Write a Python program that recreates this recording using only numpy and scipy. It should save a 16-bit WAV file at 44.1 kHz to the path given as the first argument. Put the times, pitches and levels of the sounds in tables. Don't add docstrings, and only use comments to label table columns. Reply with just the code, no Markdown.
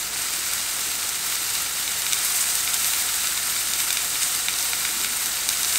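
import sys
import numpy as np
from scipy import signal
from scipy.fft import rfft, irfft, next_fast_len
from scipy.io import wavfile
from scipy.ndimage import uniform_filter1d, map_coordinates

SR = 44100
rng = np.random.default_rng(int(sys.argv[2]) if len(sys.argv) > 2 else 0)


def field_ratio(decibels):
    return 10 ** (np.asarray(decibels, dtype=float) / 20)


def to_wav(s):
    ch = np.atleast_2d(s).T
    pcm = np.round(np.clip(ch, -1, 1) * 32767)
    wavfile.write(sys.argv[1], SR, pcm.astype(np.int16))


N = 255202


def unit(x):
    return x / np.sqrt(np.mean(x ** 2) + 1e-20)


def along(points, hz):
    f, value = np.transpose(points)
    return np.interp(np.log(hz + 1), np.log(f + 1), value)


def wobble(rate):
    knots = rng.standard_normal(int(N * rate / SR) + 4)
    return map_coordinates(knots, [np.arange(N) * rate / SR])


def filtered(x, response):
    size = next_fast_len(len(x) + SR // 2)
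    return irfft(rfft(x, size) * response(np.fft.rfftfreq(size, 1 / SR)), size)[:len(x)]


def resonance(f, hz, width):
    return 1j * f * width / (hz * hz - f * f + 1j * f * width)


def patchy(db):
    z = signal.stft(rng.standard_normal(N), nperseg=256)[2]
    field = uniform_filter1d(rng.standard_normal(z.shape), size=6, axis=0)
    field = uniform_filter1d(field, size=5, axis=1)
    uneven = z * field_ratio(np.clip(db, 0, 2) * unit(field))
    return unit(signal.istft(uneven, nperseg=256)[1][:N])


def bursts(rate, spread_db):
    size_db = np.minimum(spread_db * rng.exponential(size=N), 3.5 * spread_db)
    return unit((rng.random(N) < rate / SR) * field_ratio(size_db))


# frequency in Hz, level in dB per Hz.
AIRFLOW = [(15, -30), (30, -10), (50, -13), (80, -3), (100, -1), (116, -2.5), (138, -1), (259, -3.5),
           (310, -1), (479, -2.5), (650, -3.5), (900, 0), (1170, -20), (1980, -120)]
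# order (multiple of the shaft speed), level in dB.
SHAFT = [(2, -66), (3, -57), (4, -79), (6, -72), (10, -67)]


def extractor():
    shaft_hz = 20.56 * (1 + 0.0032 * wobble(1.35))
    turn = 2 * np.pi * np.cumsum(shaft_hz) / SR
    hum = sum(field_ratio(db + 4 + 0.92 * wobble(2.64)) * np.sin(order * turn + 5.1 * rng.random())
              for order, db in SHAFT)
    rush = unit(filtered(patchy(0.81), lambda f: field_ratio(along(AIRFLOW, f))))
    return hum + field_ratio(-47.5 + 1.47) * rush


# start in seconds, pitch in Hz, level in dB, length in seconds.
THUDS = [
    (4.916, 270, -45.5, 0.12),
    (4.946, 215, -50, 0.24),
]


def thuds():
    t = np.arange(N) / SR
    out = np.zeros(N)
    for start, hz, db, life in THUDS:
        swell = np.exp(-((t - start - life / 2) / (life / 2)) ** 2)
        rumble = filtered(rng.standard_normal(N), lambda f: resonance(f, hz, .5 * hz) ** 2)
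        out += field_ratio(db) * swell * unit(rumble)
    return out


def kitchen(x):
    t60_s = 0.56
    t = np.arange(SR // 2) / SR
    tail = rng.standard_normal(len(t)) * field_ratio(-60 * t / t60_s) * (t > .003)
    wet = signal.fftconvolve(x, tail / np.linalg.norm(tail))[:N]
    return filtered(wet, lambda f: 1 / (1 + 1j * f / 7000))


# delay in seconds, gain (negative flips the pulse).
WALLS = [(0.00034, 0.18), (0.00045, 0.18), (0.00052, 0.25), (0.00068, -0.21), (0.00082, 0.2),
         (0.00091, -0.21), (0.00116, -0.09), (0.00127, 0.1), (0.00134, 0.5), (0.00143, -0.14),
         (0.00159, -0.18), (0.0017, 0.12), (0.00215, 0.16), (0.00234, -0.14), (0.00311, -0.11),
         (0.00404, 0.09)]


def echoes(f, shifts=0., db=0.):
    delay, gain = np.transpose(WALLS)
    return 1 + field_ratio(db) * sum(g * np.exp(-2j * np.pi * f * s) for s, g in zip(delay + shifts, gain))


# frequency in Hz, width in Hz, level in dB.
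PAN = [(723, 36, 17.5), (923, 62, 3.5), (1349, 118, 4), (2080, 760, -3.5), (2820, 235, 6),
       (3955, 1100, -5.5), (4740, 130, -2), (6180, 83, -3)]


def iron(f, db):
    return 1 + field_ratio(db) * sum(field_ratio(level) * resonance(f, hz, width) for hz, width, level in PAN)


# time in seconds, vigour in dB.
HEAT = [(0, -26.5), (.2, -27.5), (.6, -25.5), (1.15, -26), (1.95, -25), (2.15, -24.5), (2.35, -24),
        (2.65, -23.5), (2.95, -22.5), (3.3, -24), (4.2, -25), (4.9, -24.5), (5.48, -25), (5.79, -20.5)]
# start in seconds, rise in dB, fade in seconds, fineness from jet 0 to spray 1.
FLARES = [(.17, 4, 0.067, 0.2), (.33, 5, 0.039, .3), (1.5, 2.5, 0.056, .6), (2.25, 7, 0.065, 0.5),
          (2.36, 4, 0.055, 0.1), (2.41, 6, 0.036, 0.3), (2.52, 2, 0.045, .1), (2.87, 3.5, 0.082, .9),
          (3.1, -0.5, 0.054, .1), (3.8, 4.5, 0.13, .55), (4.226, 8, .04, 0.1), (4.28, 3, .06, 0.8),
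          (4.62, 1.5, 0.053, 0.5), (4.75, 0.5, .3, .95), (5.2, 2.5, .08, 1)]


def vigour():
    calm_db, attack_s, simmer_share = -26, 0.011, 0.24
    t = np.arange(N) / SR
    flares_db = 0
    for start, db, fade, fine in FLARES:
        shape = np.exp(np.minimum((t - start) / attack_s, (start - t) / fade))
        shares = np.array([[simmer_share], [1 - fine ** 2], [1 - (1 - fine) ** 2]])
        flares_db = flares_db + db * shape * shares
    return np.interp(t, *np.transpose(HEAT)) - calm_db, flares_db


def boiling(spectrum, grain_db, rate, spread_db, patchy_db, echo_db):
    grains = bursts(rate, spread_db) * np.sign(rng.standard_normal(N))
    raw = patchy(patchy_db) + field_ratio(grain_db) * grains
    return unit(filtered(raw, lambda f: field_ratio(along(spectrum, f)) * echoes(f, db=min(echo_db, -6)) * iron(f, -3.2)))


# frequency in Hz, level in dB per Hz.
SIMMER = [(300, -49), (640, -27), (720, -19.5), (1130, -2.5), (1400, -3.5), (1900, -2), (2400, -5),
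          (2620, -4.5), (2850, -7.5), (3240, -4), (3800, -2), (5600, -2), (7500, -1), (10400, -18)]
STEAM = [(3500, -27), (5500, -12), (6900, -5), (7700, -0.5), (8400, 1.5), (9100, -1), (10500, -9.5),
         (13000, -53), (20000, -120)]
SPRAY = [(6500, -30), (10000, -8), (11000, -4), (12600, 0), (13600, -1), (14700, -4)]
# calm level in dB, growth in dB per dB of vigour.
LAYERS = [
    (-29.5, 0.39),
    (-29.5, 1.14),
    (-32, 1.07),
]


def sizzle():
    boil_db, flares_db = vigour()
    simmer_db, steam_db, spray_db = [db + growth * boil_db + flare_db
                                     for (db, growth), flare_db in zip(LAYERS, flares_db)]
    sputter = 0.56 * wobble(25.19) + 0.8 * wobble(90)
    simmer = boiling(SIMMER, grain_db=-5.5, rate=900, spread_db=1.5, patchy_db=0.6, echo_db=-20.0)
    steam = boiling(STEAM, grain_db=1.5, rate=2000, spread_db=1.0, patchy_db=1.5, echo_db=-41.0)
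    spray = boiling(SPRAY, grain_db=-4, rate=3400, spread_db=6.5, patchy_db=-3.0, echo_db=-47)
    return (field_ratio(simmer_db - 0.44 + 0.76 * sputter + 0.17 * wobble(11)) * simmer
            + field_ratio(steam_db - 1.63 + 0.49 * sputter + 0.29 * wobble(40)) * steam
            + field_ratio(spray_db - 0.45 + 1.2 * sputter + 0.3 * wobble(40)) * spray)


# centre in Hz, width in Hz.
BUBBLES = [
    (2200, 4000),
    (3800, 1600),
    (5800, 1900),
    (8500, 1950),
]


def pop(levels_db, shifts):
    f = np.fft.rfftfreq(512, 1 / SR)
    colour = [(hz, db - 10 * np.log10(width)) for db, (hz, width) in zip(levels_db, BUBBLES)]
    low, high = colour[0][1], colour[-1][1]
    colour = [(500, low - 20), (1200, low - 2.5), *colour,
              (10600, high - 9), (13000, high - 8), (20000, high - 25)]
    cepstrum = irfft(np.log(field_ratio(along(colour, f))))
    cepstrum = cepstrum * np.r_[1, np.full(255, 2), 1, np.zeros(255)]
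    pulse = irfft(-np.exp(rfft(cepstrum)) * echoes(f, shifts, 2.5))
    return pulse / np.linalg.norm(pulse) * np.linalg.norm(field_ratio(np.array(levels_db) + 19))


# start in seconds, level in dB, radius in mm, fall in dB an octave from the pitch.
POPS = [(.1606, -28, 1.5, 11), (1.3244, -25, 1.6, 8), (1.5526, -24, .44, 3), (1.8779, -23, 1.1, 7),
        (2.0202, -23.5, 0.4, 3), (2.0655, -21, 1.3, 3), (2.1249, -21, 1.1, 3), (2.1323, -16.5, 0.52, 2.2),
        (2.6762, -21, 1.4, 6), (2.8449, -20.5, 0.47, 4), (2.9361, -21.5, 1.5, 4), (3.0892, -24.5, 1, 6),
        (3.2173, -27, 1, 13), (3.272, -22.5, .75, 4), (3.376, -25.5, 1.2, 6), (3.5642, -24, 1.4, 4),
        (3.7355, -21, 0.59, 4), (3.8032, -22, 0.74, 7), (3.9043, -25, 1.4, 10), (3.9055, -18.5, 1.1, 3),
        (3.9714, -19.5, 1.2, 4), (4.1557, -22.5, 1.7, 11), (4.2269, -31, 0.97, 0), (4.4844, -15.5, 1.22, 9),
        (4.7333, -17, 1.66, 9), (4.8509, -16, 1.28, 12), (4.8898, -24, 1.5, 11), (5.0464, -20.5, 1.5, 5),
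        (5.4898, -14, 0.46, 5.5), (5.7578, -20, 1.2, 1.8)]
# start in seconds, level in dB, radius in mm.
MORE_POPS = [(.2202, -24, .38), (0.3386, -23, .4), (.5137, -24, .39), (0.535, -19, 0.38), (0.5807, -24.5, 0.8),
             (.6144, -26, 0.55), (1.092, -22, .4), (1.3546, -24, .5), (2.1437, -23, 0.41), (2.189, -21, 0.34),
             (2.323, -23, 0.53), (2.4995, -29, .42), (2.5543, -15, 0.32), (2.7355, -23, 0.96),
             (2.7423, -17.5, .4), (3.1429, -20, 0.32), (3.6847, -26, 0.4), (3.9283, -17.5, 0.34),
             (4.2326, -18, .46), (4.3501, -23, .37), (4.5389, -22.5, .76), (4.587, -20, .52),
             (4.6068, -23, 0.6), (4.6268, -21, 0.49), (5.0139, -25, .8), (5.2591, -17.5, 0.32),
             (5.5726, -22, .62), (5.6316, -18, 0.42), (5.647, -20, 0.71), (5.7263, -22, 0.63)]
# radius in mm, level in dB, fall in dB an octave from the pitch.
PATTER = [
    (1.5, -58, 8),
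    (1.16, -59, 5.5),
    (0.74, -57, 14.5),
    (0.58, -59.5, 5),
    (0.57, -62, 8),
    (0.36, -62.5, 12),
]


def pops():
    def size_levels(db, mm, fall_db):
        octaves = np.log2(np.transpose(BUBBLES)[0] * mm / 3260)
        return db - fall_db * np.abs(octaves)

    rows = POPS + [(*row, 9.5) for row in MORE_POPS]
    spots = 1.8e-5 * rng.standard_normal((len(rows) + len(PATTER), len(WALLS)))
    chance_db = 0.8 * rng.standard_normal((len(rows), len(BUBBLES)))
    single = np.zeros(N + 512)
    for (start, db, mm, fall_db), shifts, luck_db in zip(rows, spots, chance_db):
        single[round(start * SR):][:512] += pop(size_levels(db, mm, fall_db) + luck_db, shifts)
    patter = np.zeros(N)
    for (mm, db, fall_db), shifts in zip(PATTER, spots[len(rows):]):
        small = pop(size_levels(db, mm, fall_db), 3 * shifts)
        patter += signal.fftconvolve(bursts(35, 2.5), small)[:N]
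    lively_db = 1.13 * vigour()[0] - 8
    return filtered(single[:N] * field_ratio(0.38) + field_ratio(lively_db) * patter, lambda f: iron(f, -13))


def arm_shade():
    gone_s, move_s = 0.14, 0.02
    return field_ratio(-1 * np.clip((gone_s - np.arange(N) / SR) / move_s, 0, 1))


def scene():
    bubbles = pops()
    pan = arm_shade() * sizzle() + bubbles
    mono = pan + field_ratio(-5) * kitchen(bubbles) + extractor() + thuds()
    return np.array([mono, mono])


# time in seconds, low edge in Hz, high edge in Hz, level in dB.
FLECKS = [(0.3105, 10960, 13140, -41), (0.3105, 14410, 15890, -46), (0.473, 6880, 9690, -33),
          (0.473, 14460, 15350, -47), (2.377, 12340, 13840, -40), (2.586, 4160, 5220, -41),
          (2.586, 5610, 6950, -38), (3.1897, 8200, 9690, -38), (3.1897, 11660, 13120, -39),
          (4.1882, 6850, 9000, -36), (4.1882, 11000, 12300, -47), (5.326, 9500, 11000, -42),
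          (5.3956, 7520, 9010, -37)]


def flecks(top_hz):
    size, offset = 2048, 379
    side, n = np.zeros(N), np.arange(size)
    fade = np.sin(np.pi * (n + .5) / size)
    for s, lo_hz, hi_hz, db in FLECKS:
        k = np.arange(round(lo_hz * size / SR), round(min(hi_hz, top_hz) * size / SR))
        lines = np.cos(2 * np.pi / size * np.outer(n + .5 + size / 4, k + .5))
        start = round((s * SR - offset) / (size / 2) - 1) * size // 2 + offset
        side[start:][:size] += field_ratio(db) * unit(lines @ rng.standard_normal(len(k))) * fade
    return side


def band_limit(x):
    return signal.sosfilt(signal.butter(12, 17000, fs=SR, output="sos"), x)


def record(dry):
    ceiling, top_hz = 1.05, 15730
    side = flecks(top_hz)
    limited = dry[0] / (1 + (dry[0] / ceiling) ** 4) ** (1 / 4)
    mono = filtered(limited, lambda f: f < top_hz)
    return band_limit(mono + np.array([side, -side]))


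dry = scene()
out = record(dry)
to_wav(out)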